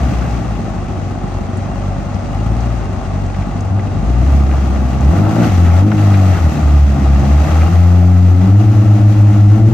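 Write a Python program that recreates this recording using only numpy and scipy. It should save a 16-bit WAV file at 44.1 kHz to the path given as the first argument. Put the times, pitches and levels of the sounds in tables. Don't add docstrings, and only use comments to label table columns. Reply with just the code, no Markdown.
import sys
import numpy as np
from scipy import signal
from scipy.fft import rfft, irfft
from scipy.io import wavfile
from scipy.ndimage import uniform_filter1d, minimum_filter1d

SR = 44100
rng = np.random.default_rng(int(sys.argv[2]) if len(sys.argv) > 2 else 0)


def to_wav(s):
    ch = np.atleast_2d(s).T
    pcm = np.round(np.clip(ch, -1, 1) * 32767)
    wavfile.write(sys.argv[1], SR, pcm.astype(np.int16))


N = 429093
T = np.arange(N) / SR
IDLE_HZ = 50


def undb(db):
    return 10 ** (np.asarray(db) / 20)


def curves(table):
    s, *columns = np.transpose(table)
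    return [np.interp(T, s, column) for column in columns]


def swell(peak_s, rise_s, fall_s):
    return np.interp(T, [peak_s - rise_s, peak_s, peak_s + fall_s], [0, 1, 0])


def delayed(x, lag_s):
    return np.interp(T - lag_s, T, x, left=0)


def colour(x, points):
    size = 8192
    hz, db = np.transpose(points)
    bin_hz = np.arange(size // 2 + 1) * SR / size
    gain = undb(np.interp(np.log(bin_hz + 1), np.log(hz), db))
    cepstrum = irfft(np.log(gain))
    cepstrum[1:size // 2] *= 2
    cepstrum[size // 2 + 1:] = 0
    return signal.oaconvolve(x, irfft(np.exp(rfft(cepstrum))))[:N]


def steady(x, size=16384):
    return x / np.sqrt(uniform_filter1d(uniform_filter1d(x ** 2, size), size) + 1e-18)


def walk(per_s):
    hold = int(SR / per_s)
    steps = np.repeat(rng.standard_normal(N // hold + 1), hold)[:N]
    return np.sqrt(2) * uniform_filter1d(uniform_filter1d(steps, hold), hold)


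def grains(per_s, spread_db):
    count = int(per_s * N / SR)
    size, loudness = rng.standard_normal((2, count))
    clicks = np.bincount(rng.integers(0, N, count), size * undb(spread_db * loudness), N)
    return clicks / np.std(clicks)


# frequency in Hz, gain of the scattered sound in dB.
STEREO_WIDTH = [(60, 3.5), (150, -15), (300, -14), (700, -4.5), (1500, -3.5), (3000, -3.5), (6000, 0),
                (12000, 1)]


def at_mics(direct, scattered):
    side = colour(scattered, STEREO_WIDTH)
    return np.array([direct + side, np.pad(direct - side, (1, 0))[:N]])


# time in seconds, then roughness, share of the bark under water and lope, all from 0 to 1.
ENGINE_MANNER = [(0, .3, .7, .2), (.4, .35, .75, .2), (.6, .52, .84, .2), (3.4, .5, .84, .2),
                 (4.3, .5, .72, .2), (5.0, .45, .68, .2), (5.17, .3, .48, .5), (5.3, .4, .5, .6),
                 (5.43, .4, .42, .85), (5.58, .42, .65, .3), (5.74, .3, .5, .3), (5.86, .16, .3, .45),
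                 (6.2, .2, .36, .6), (6.55, .48, .55, .2), (6.8, .32, .42, .1), (7.3, .3, .34, .1),
                 (7.62, .36, .55, .1), (7.85, .11, .23, .05), (8.3, .1, .21, .05), (8.7, .12, .3, .12),
                 (9.73, .12, .28, .12)]


def firings(cycles, rough, scatter=.9, jitter_cycles=.06, lope=.32, open_share=.23):
    count, phase = np.divmod(cycles + jitter_cycles * rough * walk(70), 1)
    chance = rng.uniform(-1, 1, 2000)[count.astype(int)]
    size = np.maximum(1 + rough * (scatter * chance + lope * np.cos(np.pi * count)), 0)
    return size * np.sin(np.pi * np.minimum(phase / open_share, 1)) ** 2


def puffs(pulses, decay_s):
    return steady(signal.lfilter([1], [1, -np.exp(-1 / (decay_s * SR))], pulses))


# frequency in Hz, gain in dB.
SILENCER_RESPONSE = [(18, -39.5), (33, -19.5), (47, -1.5), (70, 5.5), (105, 1.5), (122, -0.5), (150, -24.5),
                     (220, -28), (500, -70)]
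PIPE_RESPONSE = [(70, -35), (115, -11), (140, 1), (180, 3), (212, 0), (262, -6.5), (300, 0), (330, -1),
                 (355, -9), (400, -18.5), (500, -14), (600, -11.5), (730, -7.5), (1000, -26.5), (2500, -59)]
BURBLE_RESPONSE = [(30, -31), (70, -6.5), (120, 0), (150, -2.5), (195, 2), (250, 0.5), (310, -7), (370, -8),
                   (450, -17), (700, -34.5), (2000, -75.5)]
# time in seconds, the second engine's boom and its bark in dB over the first's.
OUTLET_BALANCE = [(.55, -2, -2), (1, -5, -5), (3.3, -6, -5), (3.7, -1.5, -3), (4.2, -6, -3),
                  (5.0, -6, -7.5), (5.3, -5, -6), (5.8, -7, -7), (6.9, -4, -5), (7.6, -4.5, -5),
                  (8.3, -9, 0.5), (8.75, -6, 2.5), (9.35, -10, 2.5), (9.6, -4.5, -2)]


def exhausts(lead, second, cycles, boom_db, bark_db):
    rough, wet, lope = curves(ENGINE_MANNER)
    second_boom_db, second_bark_db = curves(OUTLET_BALANCE)
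    pulses = lead + undb(second_boom_db) * second
    boom = steady(colour(pulses - pulses.mean(), SILENCER_RESPONSE)) * undb(boom_db)
    bank_echo = undb(-18) * delayed(boom, lag_s=.031)
    outlets = lead * (1 + lope * np.cos(np.pi * cycles)) + undb(second_bark_db) * second
    choke = undb(4 * rough * walk(14))
    bark = steady(colour(outlets - outlets.mean(), PIPE_RESPONSE) * choke)
    chug = 1 + .7 * rough * np.cos(np.pi * cycles / 2)
    gas = puffs(np.sqrt(outlets) * chug, decay_s=.017)
    burble, scattered = (steady(colour(gas * grains(per_s=3000, spread_db=1), BURBLE_RESPONSE))
                         for _ in range(2))
    pipes = at_mics(np.sqrt(1 - wet ** 2) * bark + wet * burble, undb(5.5) * wet * scattered)
    return at_mics(boom, bank_echo) + pipes * undb(bark_db)


# pitch in Hz, seconds to fade by 60 dB, level in dB against the rattle,
# share by which the pitch rises per doubling of engine speed.
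HULL_RESONANCES = [(690, 0.075, -13.5, -.03), (804.6, .075, -14.5, 0), (1100, .03, -13.5, .2),
                   (1960, 0.037, -27, 0), (2790, 0.07, -24.5, 0)]


def hull_ring(knocks, octaves):
    out = 0
    for hz, t60, db, rise in HULL_RESONANCES:
        pole = np.exp(-np.log(1000) / (t60 * SR))
        envelope = signal.lfilter([1], [1, -pole], knocks * np.exp(-2j * np.pi * hz * T))
        pitch = hz * (1 + rise * octaves + .008 * walk(4))
        tone = np.exp(2j * np.pi * np.cumsum(pitch) / SR)
        out = out + steady(np.real(envelope * tone)) * undb(db)
    return out


# frequency in Hz, gain in dB.
HULL_RESPONSE = [(200, -18.5), (450, -6), (580, -2), (700, 0.5), (830, 0), (975, -9.5), (1150, -6),
                 (1400, -11.5), (1900, -23.5), (2700, -32), (3300, -32.5), (8000, -60)]


def clatter(gas, hz, clatter_db):
    drive = (1 + .095 * gas) * undb(.5 * walk(14))
    rattle, scattered = (steady(colour(drive * grains(per_s=7000, spread_db=2), HULL_RESPONSE))
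                         for _ in range(2))
    ring = hull_ring(gas * grains(per_s=600, spread_db=1), np.log2(hz / IDLE_HZ))
    return at_mics(rattle + ring, scattered) * undb(clatter_db)


# frequency in Hz, gain in dB.
DROPLET_SPECTRUM = [(700, -28), (1400, 7.5), (2000, 9), (2700, 5.5), (3200, 1), (4200, -1), (5300, -3.5),
                    (6500, -2.5), (7500, -9.5), (9000, -11), (12000, -55), (16000, -21)]
MIST_SPECTRUM = [(4000, -26), (8000, -30), (11500, 31), (15500, 7)]


def spray(gas, hz, spray_db):
    drive = (1 + .084 * gas) * undb(.68 * walk(25))
    drops = [steady(colour(drive * grains(per_s=13000, spread_db=0), DROPLET_SPECTRUM)) for _ in range(2)]
    mist = [steady(colour(drive * grains(per_s=8900, spread_db=.5), MIST_SPECTRUM)) for _ in range(2)]
    thrust = np.clip(hz / 78, 0, 1) ** 3
    return (at_mics(*drops) * undb(3.5) + at_mics(*mist) * thrust * undb(-15)) * undb(spray_db)


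def off_water(sound, lag_s, share):
    return np.array([x + share * delayed(x, lag_s) for x in sound]) / np.hypot(1, share)


# time in seconds, rate in Hz, second and third harmonic in dB.
PUMP_WHINE = [(.3, 179.5, -45, -60), (.6, 180.2, -43, -60), (1.4, 183.6, -40.5, -55),
              (1.7, 186.2, -39.5, -42), (1.9, 187.5, -50, -33.5), (2.3, 190, -52, -45.5),
              (2.62, 191, -54, -38), (2.8, 192.2, -42, -54), (3.05, 194.8, -40.5, -56),
              (3.5, 195.6, -72, -75)]


def pump():
    hz, second_db, third_db = curves(PUMP_WHINE)
    phase = 2 * np.pi * np.cumsum(hz * (1 + .0028 * walk(30))) / SR
    harmonics = [np.sin(k * phase) * undb(db + 2 * walk(13)) for k, db in ((2, second_db), (3, third_db))]
    return np.sqrt(2) * sum(harmonics)


def gurgles(per_s, low_hz, high_hz, cycles, glide, spread_db):
    out = np.zeros((2, N + SR))
    t = np.arange(SR // 25) / SR
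    for when, pitch, faintness, pan in rng.random((int(per_s * N / SR), 4)):
        hz = low_hz * (high_hz / low_hz) ** pitch
        age = t * hz / cycles
        bubble = np.sin(2 * np.pi * hz * t * (1 + glide * np.tanh(age))) * np.exp(-age)
        gains = np.sqrt([pan, 1 - pan]) * undb(-spread_db * faintness)
        start = int(when * N)
        out[:, start:start + len(t)] += np.outer(gains, bubble)
    return out[:, :N]


# peak time, rise and fall in seconds, level in dB.
WATER_SHEETS = [(.22, .4, 0.32, -24.5), (5.45, .07, 0.12, -16.5), (5.7, .1, .1, -21),
                (6.35, 0.083, .07, -22), (7.6, 0.21, .1, -19.5)]


def splashes():
    falling = sum(swell(*timing) * undb(db) for *timing, db in WATER_SHEETS)
    return falling * gurgles(per_s=330, low_hz=1140, high_hz=2990, cycles=5.4, glide=.075, spread_db=15)


def add_burst(out, s, db, hz, decay_s, low, high):
    t = np.arange(SR // 8) / SR
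    band = signal.butter(2, [hz * low, hz * high], "band", fs=SR, output="sos")
    shared, side = signal.sosfilt(band, rng.standard_normal((2, len(t))) * np.exp(-t / decay_s))
    burst = np.array([shared + .5 * side, shared - .5 * side])
    start = int(s * SR)
    out[:, start:start + len(t)] += burst / np.abs(burst).max() * undb(db)


# start in seconds, peak in dB before a shared trim, pitch in Hz.
WATER_DROPS = [(1.571, -27, 7800), (2.144, -27, 5440), (2.605, -29, 5997), (3.264, -36, 6660),
               (3.606, -25.5, 6570), (5.008, -25, 6546)]
# start in seconds, peak in dB, pitch in Hz, decay in seconds.
HULL_SLAPS = [(2.79, -29, 1500, .012), (3.344, -25.5, 2100, .007), (3.42, -25, 2055, .008),
              (3.793, -26, 2000, .006), (4.513, -20, 1894, 0.0047), (4.76, -27, 2202, .005),
              (5.664, -23, 1803, .008), (5.917, -11, 1490, 0.0055), (5.98, -22.5, 2306, .014),
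              (6.139, -18, 1990, .014), (6.346, -22, 1651, .022), (7.232, -14.5, 740, .022),
              (9.267, -28, 1700, .006)]


def drops_and_slaps():
    out = np.zeros((2, N))
    for s, db, hz in WATER_DROPS:
        add_burst(out, s, db - 4.5, hz, decay_s=.0053, low=.82, high=1.14)
    for s, db, hz, decay_s in HULL_SLAPS:
        add_burst(out, s, db, hz, decay_s, low=.68, high=1.21)
    return out


# time in seconds, then gains in dB for boom, for bark, and for clatter and spray together.
COURSE_GAINS = [(0, -3, 1.5, 2), (.42, -4.5, -1, 0.5), (.56, -4, 0, -.5), (3.4, -0.5, -0.5, 0),
                (3.95, -0.5, 1, -0.5), (4.15, 2, 0.5, -0.5), (4.6, -1, 1, 0), (5.3, -3, 1, 0.5),
                (5.9, -1.5, 2, 0.5), (6.8, 1.5, 2.5, 1.4), (7.62, 1, 0.5, 1.5), (8.15, 1.5, 5, -2.5),
                (8.7, 0, 0, -4.5), (9.4, 2, 0, -4.5), (9.73, -1.5, 1.5, -7)]
# firing rate in Hz, level in dB.
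BOOM_BY_RATE = [(49, -18), (59, -14), (69, -10.5), (87, -7), (106, -7), (120, -6)]
# peak time, rise and fall in seconds, then gains in dB for those four in turn.
SWELLS_AND_DIPS = [(.15, .2, .35, 0.5, 1, -1, 0), (3.75, 0.09, 0.11, 5.5, 0.5, 0.5, -3.5),
                   (5.26, 0.16, 0.051, -5, 2.5, 2, -4.5), (5.34, .05, 0.048, -9, -3, -0.5, -2.5),
                   (5.41, 0.055, 0.11, -6, 9, 4, 2), (5.44, 0.034, 0.059, 0, -0.5, -0.5, 1.5),
                   (5.66, 0.22, .12, 1.5, 0, 0.5, 2), (5.79, 0.068, 0.043, -1, -1.5, 1.5, 2),
                   (6.28, 0.17, 0.26, 0.5, 0, 1.5, 1.5), (6.53, .07, 0.1, -10, 1, -2, 1.5),
                   (6.85, 0.16, 0.12, 1, -3.5, -5, -1.5), (7.0, 0.07, 0.078, 1.5, 5.5, -0.5, -0.5),
                   (7.24, 0.095, 0.12, -1, 7, -1, 2), (7.59, 0.36, 0.11, -3, -1.5, 1.5, 3)]


def levels(hz):
    boom_db, bark_db, wash_db = curves(COURSE_GAINS)
    octaves = np.log2(hz / IDLE_HZ)
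    hz_per_s = uniform_filter1d(np.gradient(hz) * SR, int(.16 * SR))
    load = np.tanh(hz_per_s / 77)
    squat = swell(peak_s=5.85, rise_s=.047, fall_s=.17)
    boom_db += np.interp(hz, *np.transpose(BOOM_BY_RATE)) + 2 * load
    bark_db += -23.34 + 6 * octaves + 2 * load + 2 * squat
    clatter_db = wash_db - 30.95 + 4.5 * octaves + .7 * load - 7 * squat
    spray_db = wash_db - 46 + 6.5 * octaves - 9 * squat
    swells_db = sum(np.outer(gains_db, swell(peak_s, rise_s, fall_s))
                    for peak_s, rise_s, fall_s, *gains_db in SWELLS_AND_DIPS)
    return np.array([boom_db, bark_db, clatter_db, spray_db]) + swells_db


# time in seconds, firing rate in Hz.
FIRING_RATE = [(0, 68.45), (.36, 59.8), (.8, 49.52), (1.2, 46.98), (1.85, 49.28), (2.3, 48.53),
               (2.52, 58.2), (2.74, 58.5), (2.87, 49.1), (3.35, 47.83), (3.75, 49.75), (3.97, 49.06),
               (4.07, 58.96), (4.19, 61.97), (4.29, 69.88), (5.0, 65), (5.08, 73.06), (5.17, 100),
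               (5.32, 107.4), (5.41, 121), (5.54, 88.96), (5.73, 85), (5.8, 95.03), (5.88, 106.9),
               (6.3, 93.24), (6.48, 78), (6.6, 73.6), (7.22, 68.48), (7.5, 78.8), (7.78, 88.16),
               (8.38, 91.25), (8.64, 109.4), (9.48, 103.8), (9.73, 116.5)]
# time in seconds, lag in firing cycles.
ENGINE_SLIP = [(0, .8), (.103, 1.5), (.245, 2.5), (.42, 3.5), (.62, 4.5), (.95, 5.5), (1.3, 5.75),
               (1.45, 6.4), (1.62, 6.55), (1.85, 7), (2.15, 7.5), (2.45, 8), (2.75, 8.1), (2.93, 8.5),
               (3.1, 9), (3.4, 9.1), (3.6, 9.42), (3.85, 9.55), (4.28, 10), (4.6, 10.2), (4.99, 10.4),
               (5.12, 11.5), (5.33, 12.5), (5.46, 13.5), (5.57, 14), (5.78, 14.15), (5.91, 14.5),
               (6.08, 14.9), (6.29, 15.05), (6.375, 15.5), (6.54, 16.5), (6.966, 17.5), (7.234, 18.5),
               (7.471, 19.5), (7.694, 20.5), (7.79, 20.95), (8.25, 21.1), (8.457, 21.5), (8.631, 22.5),
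               (8.73, 23.5), (8.833, 24.5), (8.977, 25.5), (9.135, 26.5), (9.336, 27.5), (9.585, 28.5),
               (9.73, 29.8)]


def scene():
    (hz,), (lag,), (rough, _, _) = curves(FIRING_RATE), curves(ENGINE_SLIP), curves(ENGINE_MANNER)
    boom_db, bark_db, clatter_db, spray_db = levels(hz)
    cycles = np.cumsum(hz) / SR
    slip = uniform_filter1d(lag, size=2048, mode="nearest")
    lead, second = firings(cycles, rough), firings(cycles - slip, rough)
    gas = puffs(lead + second, decay_s=.0099)
    wash = off_water(clatter(gas, hz, clatter_db) + spray(gas, hz, spray_db), lag_s=.001532, share=.14)
    engines = exhausts(lead, second, cycles, boom_db, bark_db) + pump()
    bubbles = gurgles(per_s=22, low_hz=1100, high_hz=3000, cycles=9, glide=.06, spread_db=13)
    return engines + wash + bubbles * undb(spray_db + 14) + drops_and_slaps() + splashes()


# frequency in Hz, left minus right in dB.
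MIC_IMBALANCE = [(100, 1.5), (400, 2), (1300, 2.5), (2400, .5), (4400, 6), (7500, 9), (11000, -1)]


def record(dry):
    heard = np.array([colour(x, [(hz, sign * db / 2) for hz, db in MIC_IMBALANCE])
                      for x, sign in zip(dry, (1, -1))])
    headroom = 1 / np.maximum(np.abs(heard).max(axis=0), 1)
    gain = uniform_filter1d(minimum_filter1d(headroom, size=1024), size=1024)
    lowpass = signal.ellip(8, .1, 70, 16000, fs=SR, output="sos")
    return signal.sosfilt(lowpass, heard * gain)


dry = scene()
out = record(dry)
to_wav(out)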